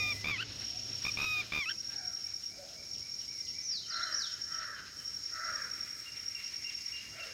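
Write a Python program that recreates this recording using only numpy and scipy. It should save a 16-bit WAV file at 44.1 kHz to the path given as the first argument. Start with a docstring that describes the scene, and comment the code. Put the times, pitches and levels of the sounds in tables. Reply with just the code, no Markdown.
"""A lapwing on open mud gives two bursts of squeaky calls: its voice box chops most notes into a stutter
before they hold, and some dip and flip upward. Crickets chirp in bouts, two wing strokes a chirp, over
a far insect chorus. Crows caw far off with rattling voices, and small birds whistle and chip.
Trees give a thin echo; a low rumble, a soft hiss and, early on, a far engine lie underneath.
One microphone hears it all."""
import sys
import numpy as np
from scipy import signal
from scipy.fft import rfft, irfft, next_fast_len
from scipy.io import wavfile
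from scipy.ndimage import uniform_filter1d, map_coordinates

SR = 44100
rng = np.random.default_rng(int(sys.argv[2]) if len(sys.argv) > 2 else 0)


def log_audio(samples):
    """Write samples as a 16-bit WAV file to the path given in sys.argv[1]."""
    # one column per channel
    frames = np.atleast_2d(samples).T
    # limit to full scale, then quantise
    limited = np.clip(frames, -1, 1)
    pcm = np.round(limited * 32767).astype(np.int16)
    wavfile.write(sys.argv[1], SR, pcm)


N = 323253
TIME = np.arange(N) / SR

# Bouts (runs) of cricket chirps. Each row: first chirp in seconds, last chirp in seconds,
# slowing in seconds per chirp squared, base level in dB.
BOUTS = [(.011, .109, 0, -31.5), (.597, .866, .001, -32.5), (.933, 1.223, .0028, -31),
         (1.697, 2.441, .0007, -30.5), (2.914, 3.694, .0008, -32.5), (3.946, 4.632, .0015, -31.5),
         (5.059, 5.337, .002, -32), (5.453, 5.91, .0018, -31.5), (6.178, 6.865, .0022, -31.5)]


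def lapwing(stutter_db=0.9, thump_db=-34, rasp_db=-48, echo_db=-27, echo_s=0.1):
    """Squeaks chopped by the bird's voice box, with a rasp and a pop in each burst and a faint echo."""
    stuttering, bursts, thumps = lapwing_stutter()
    gate = 1 - stuttering + stuttering * from_db(stutter_db) * bursts
    voice = lapwing_voice(stuttering)
    rasp_colour = [(300, 9), (1200, 25), (2500, 5), (3800, 15), (6000, -15), (15000, -19)]
    call = voice * gate + from_db(rasp_db) * bursts * noise(rasp_colour)
    echo = from_db(echo_db) * np.interp(TIME - echo_s, TIME, call, left=0)
    return outdoors(call + echo, wet_db=-21.5, t60=0.14) + from_db(thump_db) * thumps


def lapwing_stutter(first_burst_s=0.0058, growth_s=0.0008, shut_s=0.0017, thump_s=0.00058):
    """The voice box opens in quick bursts, each longer than the last and each starting with a dull pop."""
    # Each row: start in seconds, seconds between bursts, time in seconds from which the voice holds.
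    stutters = [(.243, .0131, .322), (1.0494, .015, 1.0807), (1.172, .0139, 1.258), (1.521, .0131, 1.6006)]
    stuttering, bursts, thumps = np.zeros((3, N))
    t = np.arange(SR // 30) / SR
    for start, period, holds in stutters:
        stuttering[(TIME > start - period / 2) & (TIME < holds)] = 1
        for k in range(round((holds - start) / period)):
            opens, open_s = start + k * period, first_burst_s + k * growth_s
            rise = 1 - np.exp(-t / 0.0001)
            add(bursts, opens, rise * np.exp(-np.maximum(t - open_s, 0) / shut_s))
            age = t / (thump_s * rng.uniform(0.38, 2.0))
            add(thumps, opens + rng.uniform(0, 0.0021), age * (3 - age) * np.exp(-age))
    return uniform_filter1d(stuttering, size=60), bursts, thumps


def lapwing_voice(stuttering, jitter=0.0019, rough_jitter=0.034, rough_db=2.0):
    """A pressed voice, rich in overtones, rings in the throat; roughness shakes its pitch and level."""
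    # How the throat colours the voice. Each row: frequency in Hz, gain in dB.
    throat = [(1000, -25), (1230, -19), (1550, -10.5), (2000, -4.5), (2450, -3), (3100, -9), (3700, -12.7),
              (4850, -19.5), (6100, -30), (7300, -32), (8600, -41), (9900, -41), (11200, -36),
              (12500, -32.5), (14000, -33.5), (15500, -38)]
    # The squeaks, one list a note. Each row: time in seconds, pitch in Hz.
    squeaks = [
        [(0, 1225), (.07, 1205), (.115, 1202), (.131, 1132)],
        [(.243, 1148), (.258, 1182), (.285, 1229), (.322, 1160), (.345, 1100), (.358, 1023), (.376, 966)],
        [(1.05, 1199), (1.068, 1203), (1.09, 1245), (1.102, 1140)],
        [(1.172, 1207), (1.2, 1251), (1.245, 1262), (1.325, 1249), (1.407, 1212), (1.419, 1130)],
        [(1.521, 1184), (1.545, 1229), (1.603, 1194), (1.624, 1113), (1.64, 1040), (1.655, 980)],
    ]
    # The upward flips after a deep slide, laid out like the squeaks.
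    flips = [
        [(.379, 1226), (.395, 1303), (.408, 1427), (.419, 1643), (.436, 1466)],
        [(1.657, 1275), (1.672, 1280), (1.69, 1364), (1.703, 1650), (1.722, 1530)],
    ]
    # Pitch sets a squeak's tone. Each row: pitch in Hz, level in dB before the throat,
    # overtone brightness in dB per octave, roughness (0 is smooth).
    squeak_tone = [(1030, -38, -3, .03), (1100, -32.3, -4.5, 0.45), (1235, -31.5, -0.4, 0.05),
                   (1310, -30.7, -0.5, .03)]
    # The same columns for the flips, where the voice breaks at the top.
    flip_tone = [(1230, -36, -15, .4), (1320, -32.5, -10, .08), (1420, -28.5, -4, 0.29),
                 (1530, -31, -2.5, 0.51), (1585, -34.5, -3.5, 1.6)]
    notes = [lapwing_note(pitches, squeak_tone) for pitches in squeaks]
    notes += [lapwing_note(pitches, flip_tone) for pitches in flips]
    out = np.zeros(N)
    for t, hz, gain, bright_db, rough in notes:
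        strain = np.interp(t, TIME, stuttering)   # stuttering makes the voice brighter and rougher
        bright_db, rough = bright_db + 0.2 * strain, rough + 0.51 * strain
        hz = hz * (1 + (jitter + rough_jitter * rough) * drift(906, len(hz)))
        phase = cycle(hz)
        voice = np.zeros(len(hz))
        for k in range(1, 14):
            tilt = from_db(bright_db * np.log2(max(k, 2) - 1))
            voice += gain_at(throat, k * hz) * (k * hz < SR / 2) * tilt * np.sin(k * phase)
        shake = from_db((0.1 + rough_db * rough) * drift(669, len(hz)))
        add(out, t[0], gain * voice * shake)
    return out


def lapwing_note(pitches, tone, release_s=0.0069, release_db=11):
    """Times, pitch, gain, brightness and roughness along one note, which fades as it ends."""
    hz, gain = contour([(s, hz, 0) for s, hz in pitches])
    t = pitches[0][0] + np.arange(len(hz)) / SR
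    at_hz, *columns = np.transpose(tone)
    db, bright_db, rough = (np.interp(hz, at_hz, column) for column in columns)
    release = np.clip(1 - (t[-1] - t) / release_s, 0, 1)
    return t, hz, gain * from_db(db - release_db * release), bright_db, rough


def near_crickets(pitch_hz=5552, width_s=0.004, stroke_gap_s=0.0225, overtone_db=-36):
    """Two wing strokes a chirp; each swells and fades on the one pitch at which the wing rings."""
    out = np.zeros(N)
    t = np.arange(-SR // 80, SR // 80) / SR
    swell = np.exp(-0.5 * (t / width_s) ** 2)
    for s, db in chirps():
        for at in (s, s + stroke_gap_s):
            hz = pitch_hz + rng.normal(0, 15.8) - 1500 * t   # sinks a little during the stroke
            phase = cycle(hz) + rng.uniform(0, 2 * np.pi)
            stroke = np.sin(phase) + from_db(overtone_db) * np.sin(2 * phase)
            add(out, at + t[0], from_db(db + rng.normal(-0.5, 1.4)) * swell * stroke)
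    return outdoors(out, wet_db=-11.5, t60=0.15)


def chirps(spacing_s=0.095, swell_db=3, strays_per_s=2.2, stray_db=-3.5):
    """Time and level of every chirp: a bout slows down as it goes and is loudest in the middle."""
    for first, last, slowing, db in BOUTS:
        steps = max(round((last - first) / spacing_s), 1)
        for k in range(steps + 1):
            s = first + (last - first) * k / steps - slowing * k * (steps - k)
            swell = np.sin(np.pi * (k + 1) / (steps + 2)) - 1
            yield s, db + swell_db * swell
            chance, offset = rng.random(2)
            if chance < strays_per_s * spacing_s and k < steps:   # a neighbour chirps in between
                yield s + spacing_s * (1 + offset) / 3, db + stray_db


def far_crickets(level_db=-48.5, flicker_db=3, early_s=0.1, late_s=0.12, fade_s=0.04):
    """A blur of farther crickets that joins just before each near bout and stops just after it."""
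    # Their colour. Each row: frequency in Hz, gain in dB.
    colour = [(4900, -33.5), (5350, -13), (5540, 3), (5680, -14), (6000, -30), (10300, -55), (10900, -32),
              (11150, -29), (11600, -54)]
    inside_s = [np.minimum(TIME - first + early_s, last + late_s - TIME) for first, last, *_ in BOUTS]
    joined = np.clip(np.max(inside_s, axis=0) / fade_s + 0.5, 0, 1)
    return joined * from_db(level_db + flicker_db * drift(80)) * noise(colour)


def crows(rough=0.77, jitter=0.018, rattle_hz=130, flutter=0.0708, fundamental_db=2):
    """Harsh caws that swell, arch and fall: an uneven rattle throws side tones around each overtone."""
    # Each row: start in seconds, length in seconds, top pitch in Hz, base level in dB,
    # beak opening in dB (higher gives stronger overtones).
    caws = [(-.05, 0.22, 771, -66, -48), (0.66, 0.19, 763, -68.5, -52), (1.267, 0.25, 754, -66, -25),
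            (1.842, 0.34, 827, -62, -20), (2.449, 0.43, 742, -68, -33), (3.863, 0.37, 690.7, -48, -4.5),
            (4.45, 0.37, 667.3, -50.5, -2.5), (5.289, .39, 677, -47, -5),
            (7.087, 0.26, 683.5, -58.5, -19.5)]
    # How the throat colours a caw. Each row: frequency in Hz, gain in dB.
    throat = [(350, 5), (620, -18), (900, -20), (1100, -15.5), (1330, 2.5), (1600, 4), (1950, -5.5),
              (2250, -17), (3500, -47), (6000, -50)]
    # A caw's shape. Each row: share of its length, share of its top pitch, level change in dB.
    arch = [(0, .9, -22), (.1674, .98, -3), (.42, 1, 1), (.65, .92, -1), (.85, .81, -4), (1, .72, -9)]
    out = np.zeros(N)
    for s, length, pitch, db, beak_db in caws:
        hz, gain = contour([(s + part * length, bend * pitch, change) for part, bend, change in arch])
        size = len(hz)
        phase = cycle(hz * (1 + jitter * drift(500, size)))
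        rattle_phase = cycle(rattle_hz * (1 + 0.21 * drift(60.7, size)))
        rattle = 1 + rough * (np.sqrt(2) * np.sin(rattle_phase) + drift(700, size))
        # the lowest tone flutters and is strongest in mid-call
        swell = from_db(fundamental_db) * np.sin(np.linspace(0, np.pi, size))
        fundamental = swell * np.sin(cycle(hz * (0.97 + flutter * drift(199.6, size))))
        overtones = sum(np.sin(k * phase) for k in range(2, 7))
        voice = rattle * from_db(beak_db) * overtones + fundamental
        caw = irfft(rfft(voice) * gain_at(throat, np.arange(size // 2 + 1) * SR / size), size)
        add(out, s, from_db(db) * gain * rms_one(caw))
    return outdoors(outdoors(out, wet_db=-6, t60=0.26), wet_db=-13.5, t60=2.63)


def songbirds():
    """One bird whistles nearby; farther ones pipe, chip and whistle, and one hoots once."""
    # The near whistler, one list a note. 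Each row: time in seconds, pitch in Hz, base level in dB.
    whistles = [
        [(3.615, 6050, -52), (3.655, 6050, -40.5), (3.7, 5450, -34.5), (3.745, 4610, -36), (3.785, 3820, -40),
         (3.8, 3400, -59)],
        [(3.885, 6400, -47), (3.905, 5100, -35.5), (3.92, 4350, -43), (3.938, 3990, -39)],
        [(3.94, 3350, -49), (3.953, 4150, -40.5), (3.97, 4380, -38), (3.987, 3750, -48)],
        [(4.012, 3280, -49), (4.027, 4040, -41), (4.04, 4160, -35.5), (4.05, 3870, -66)],
        [(4.125, 4700, -40), (4.15, 5600, -35), (4.168, 5890, -36), (4.195, 5250, -37), (4.225, 4070, -38.5),
         (4.255, 3440, -44), (4.28, 2970, -56)],
    ]
    # A piping bird. Each row: start in seconds, length in seconds, pitch in Hz, base level in dB.
    pip_notes = [(6.059, 0.042, 2794, -48), (6.349, 0.059, 2756, -47), (6.645, 0.059, 2763, -45.5),
                 (6.924, 0.088, 2793, -46), (7.197, 0.046, 2734, -45)]
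    # Faint whistles that sink a little. Each row: start in seconds, length in seconds, base level in dB.
    faint_notes = [(-.05, 0.258, -44.5), (3.377, 0.297, -61)]
    # One far hoot. Each row: time in seconds, pitch in Hz, level in dB.
    hoot_note = [(2.57, 544, -68), (2.595, 575, -49), (2.615, 563, -51), (2.645, 548, -57)]
    # Runs of rising notes, falling slurs and sharp chips. Each row: first and last note in seconds,
    # rough spacing in seconds, first and last base level in dB.
    riser_runs = [(1.975, 3.535, .26, -57.5, -52)]
    slur_runs = [(3.845, 5.0, .231, -50, -55)]
    chip_runs = [(2.15, 3.453, .26, -62, -56), (6.152, 7.221, .267, -60, -53.5)]
    risers = [[(s, 2180, db - 5.5), (s + 0.0418, 2350, db), (s + 0.076, 2420, db - 19)]
              for s, db in repeated(riser_runs)]
    slurs = [[(s - 0.015, 3120, db - 4), (s, 3110, db - 3),
              (s + 0.0172, 3000, db), (s + 0.024, 2550, db - 8)] for s, db in repeated(slur_runs)]
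    chips = [[(s, 5300, db), (s + 0.013, 3900, db), (s + 0.023, 2700, db + 3)]
             for s, db in repeated(chip_runs)]
    pips = [[(s, hz + 20, db - 0.5), (s + length / 2, hz, db), (s + length, hz - 20, db + 0.5)]
            for s, length, hz, db in pip_notes]
    faint = [[(s, 2080, db - 1), (s + length / 3, 2030, db), (s + length, 2000, db - 15.5)]
             for s, length, db in faint_notes]
    near = from_db(-2.5) * outdoors(tones(whistles, waver=0.011), wet_db=-7.5, t60=0.47)
    piping = from_db(-0.5) * outdoors(tones(pips, waver=0.009), wet_db=-7.5, t60=0.96)
    far = from_db(-4) * outdoors(tones(risers + slurs + faint, waver=0.014), wet_db=-4, t60=0.86)
    chipping = from_db(-1) * outdoors(tones(chips, waver=0.028), wet_db=-1, t60=0.37)
    hoot = outdoors(tones([hoot_note], waver=0.012), wet_db=-11.5, t60=0.68)
    return near + piping + far + chipping + hoot


def insect_chorus():
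    """Many far insects blur into one high, shimmering noise."""
    # Each row: time in seconds, level in dB.
    levels = [(0, -45.5), (.4, -50), (.95, -47), (1.6, -50), (3.1, -48), (4.3, -46.5), (4.75, -51.5),
              (5.5, -46), (6, -52.5), (6.7, -48), (7.33, -48.5)]
    # Each row: frequency in Hz, gain in dB.
    colour = [(3000, -57), (3900, -22), (4600, -15.5), (5000, -7), (5380, -0.5), (5600, -1.5), (5850, -14),
              (6250, -13), (6550, -11.5), (6900, -16.5), (7150, -31), (8600, -39), (9500, -44.5)]
    return from_db(in_time(levels) + 0.6 * drift(9) + 1.47 * drift(70)) * noise(colour)


def rumble():
    """A low, wavering noise, loudest at the start."""
    # Each row: time in seconds, base level in dB.
    levels = [(0, -52), (.6, -56), (1.3, -55.5), (1.7, -62), (3.1, -62.5), (4.15, -63.5), (4.5, -63),
              (7.33, -63)]
    # Each row: frequency in Hz, gain in dB.
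    colour = [(15, -42), (25, -38), (49, -2), (109, 1), (154, -5), (286, -5.5), (399, -10), (632, -14),
              (684, -17), (881, -19), (1100, -22.5), (1430, -16), (2420, -120)]
    return from_db(in_time(levels) + 0.5 + 1.7 * drift(15)) * noise(colour)


def far_wash():
    """A flickering wash of noise swells around the lapwing's calls, then settles to faint far birds."""
    # Each row: time in seconds, base level in dB.
    wash_levels = [(0, -67), (.4, -51), (.8, -60.5), (1.2, -51.5), (1.801, -60.5), (3.4, -62.5),
                   (4.2, -58.5), (7.33, -64)]
    twitter_levels = [(3.85, -72.5), (5.15, -68), (5.8, -55.5), (6.05, -59), (6.3, -54.5), (7.33, -53.5)]
    # Each row: frequency in Hz, gain in dB.
    wash_colour = [(900, -10.5), (1350, -1), (1750, 1.5), (2300, 0.5), (2800, 2), (3250, -1.5), (4100, 4),
                   (5200, -2.5), (7000, -16.5)]
    twitter_colour = [(1750, -9), (2000, -3), (2150, 1), (2400, -1.5), (2600, -8), (2900, -10)]
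    wash = from_db(in_time(wash_levels) - 0.5 + 3.2 * drift(24)) * noise(wash_colour)
    twitter = from_db(in_time(twitter_levels) + 2.16 * drift(25)) * noise(twitter_colour)
    return wash + twitter


def hiss():
    """A faint, bright noise that rises and falls."""
    # Each row: time in seconds, base level in dB.
    levels = [(0, -67), (.16, -59), (.4, -85), (.56, -66.5), (.9, -69), (1.04, -60.5), (1.3, -67),
              (3.301, -67), (3.95, -70.5), (4.18, -64), (4.8, -71), (5.029, -63), (5.251, -66.5),
              (5.7, -63.5), (7.33, -67)]
    # Each row: frequency in Hz, gain in dB.
    colour = [(900, -9.5), (4000, -1.5), (7500, 3), (8600, 3), (9400, -6.5), (10400, -3.5), (11100, -0.5),
              (11700, -1.5), (12500, -1), (14000, -6), (16000, -6.5)]
    return from_db(in_time(levels) + 3 + 1.1 * drift(23)) * noise(colour)


def rustle(level_db=-53, ends_s=1.84, fade_s=0.33):
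    """A high, soft rustle that fades out early on."""
    # Each row: frequency in Hz, gain in dB.
    colour = [(2000, -10), (2800, 1), (3400, -1.5), (4200, -1), (5200, -3.5), (6500, -25)]
    fade = np.clip((ends_s - TIME) / fade_s, 0, 1)
    return from_db(level_db + drift(24)) * fade * noise(colour)


def far_engine():
    """A far engine drones on one low, unsteady tone and dies away."""
    # Each row: time in seconds, pitch in Hz, level in dB.
    drone = [(0, 97.3, -50.5), (.45, 105, -51.5), (.6, 108.5, -65), (.9, 112, -56), (1.5, 107, -58.5),
             (1.7, 107.2, -72)]
    return tones([drone], waver=0.099)


def outdoors(x, wet_db, t60):
    """Trees and banks scatter a sound into a thin tail that falls by 60 dB in t60 seconds."""
    t = np.arange(SR) / SR
    tail = rng.standard_normal(SR) * from_db(-60 * t / t60) * (1 - np.exp(-t / 0.0077))
    tail = signal.sosfilt(signal.butter(2, 7000, fs=SR, output="sos"), tail)
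    return x + from_db(wet_db) * signal.fftconvolve(x, tail / np.sqrt(np.sum(tail ** 2)))[:N]


def tones(notes, waver):
    """Nearly pure tones, one a note, whose pitch wavers by chance."""
    out = np.zeros(N)
    for note in notes:
        hz, gain = contour(note)
        add(out, note[0][0], gain * np.sin(cycle(hz * (1 + waver * drift(400, len(hz))))))
    return out


def repeated(runs):
    """Time and level of every note in evenly paced runs."""
    for first, last, period, first_db, last_db in runs:
        count = round((last - first) / period) + 1
        yield from np.linspace((first, first_db), (last, last_db), count)


def contour(rows):
    """Pitch and gain along one note, with softened ends, from rows of seconds, Hz and dB."""
    s, hz, db = np.transpose(rows)
    t = np.arange(s.min(), s.max() + 0.001, 1 / SR)
    edge = np.clip(np.minimum(t - t[0], t[-1] - t) / 0.001, 0, 1)
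    pitch = uniform_filter1d(np.interp(t, s, hz), size=200)
    return pitch, np.sqrt(2) * from_db(np.interp(t, s, db)) * edge


def noise(colour):
    """Steady noise of a given colour at unit strength, fading beyond the table's frequencies."""
    size = next_fast_len(N)
    hz = np.arange(size // 2 + 1) * SR / size
    skirts = np.minimum(hz / colour[0][0], 1) ** 2 / np.maximum(hz / colour[-1][0], 1) ** 2
    return rms_one(irfft(rfft(rng.standard_normal(size)) * gain_at(colour, hz) * skirts, size)[:N])


def drift(rate, size=N):
    """A smooth random wobble, about 1 in size, through `rate` random points a second."""
    at = np.arange(size) * rate / SR
    return map_coordinates(rng.standard_normal(int(at[-1]) + 2), [at], order=2, mode="nearest")


def gain_at(colour, hz):
    """Gain at any frequency, from rows of Hz and dB joined on an octave scale."""
    f, db = np.transpose(colour)
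    return from_db(np.interp(np.log(hz + 1e-3), np.log(f), db))


def in_time(levels):
    """The level at every sample, from rows of seconds and dB."""
    return np.interp(TIME, *np.transpose(levels))


def cycle(hz):
    """Running phase of a pitch curve."""
    return 2 * np.pi * np.cumsum(hz) / SR


def from_db(db):
    """Decibels to gain."""
    return 10 ** (np.asarray(db) / 20)


def rms_one(x):
    """Scale a sound to an average strength (rms) of 1."""
    return x / np.sqrt(np.mean(x ** 2) + 1e-20)


def add(out, start, sound):
    """Mix a sound in at a time in seconds."""
    i = int(round(start * SR))
    sound = sound[max(-i, 0):max(N - i, 0)]
    out[max(i, 0):max(i, 0) + len(sound)] += sound


def scene():
    """All sources at one microphone, alike in both channels."""
    mono = lapwing() + near_crickets() + far_crickets() + crows() + songbirds()
    mono += insect_chorus() + rumble() + far_wash() + hiss() + rustle() + far_engine()
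    return np.array([mono, mono])


def record(dry):
    """The highest treble is cut steeply."""
    cutoff_hz = 15800
    return signal.sosfilt(signal.ellip(10, 0.1, 70, cutoff_hz, fs=SR, output="sos"), dry)


dry = scene()
out = record(dry)
log_audio(out)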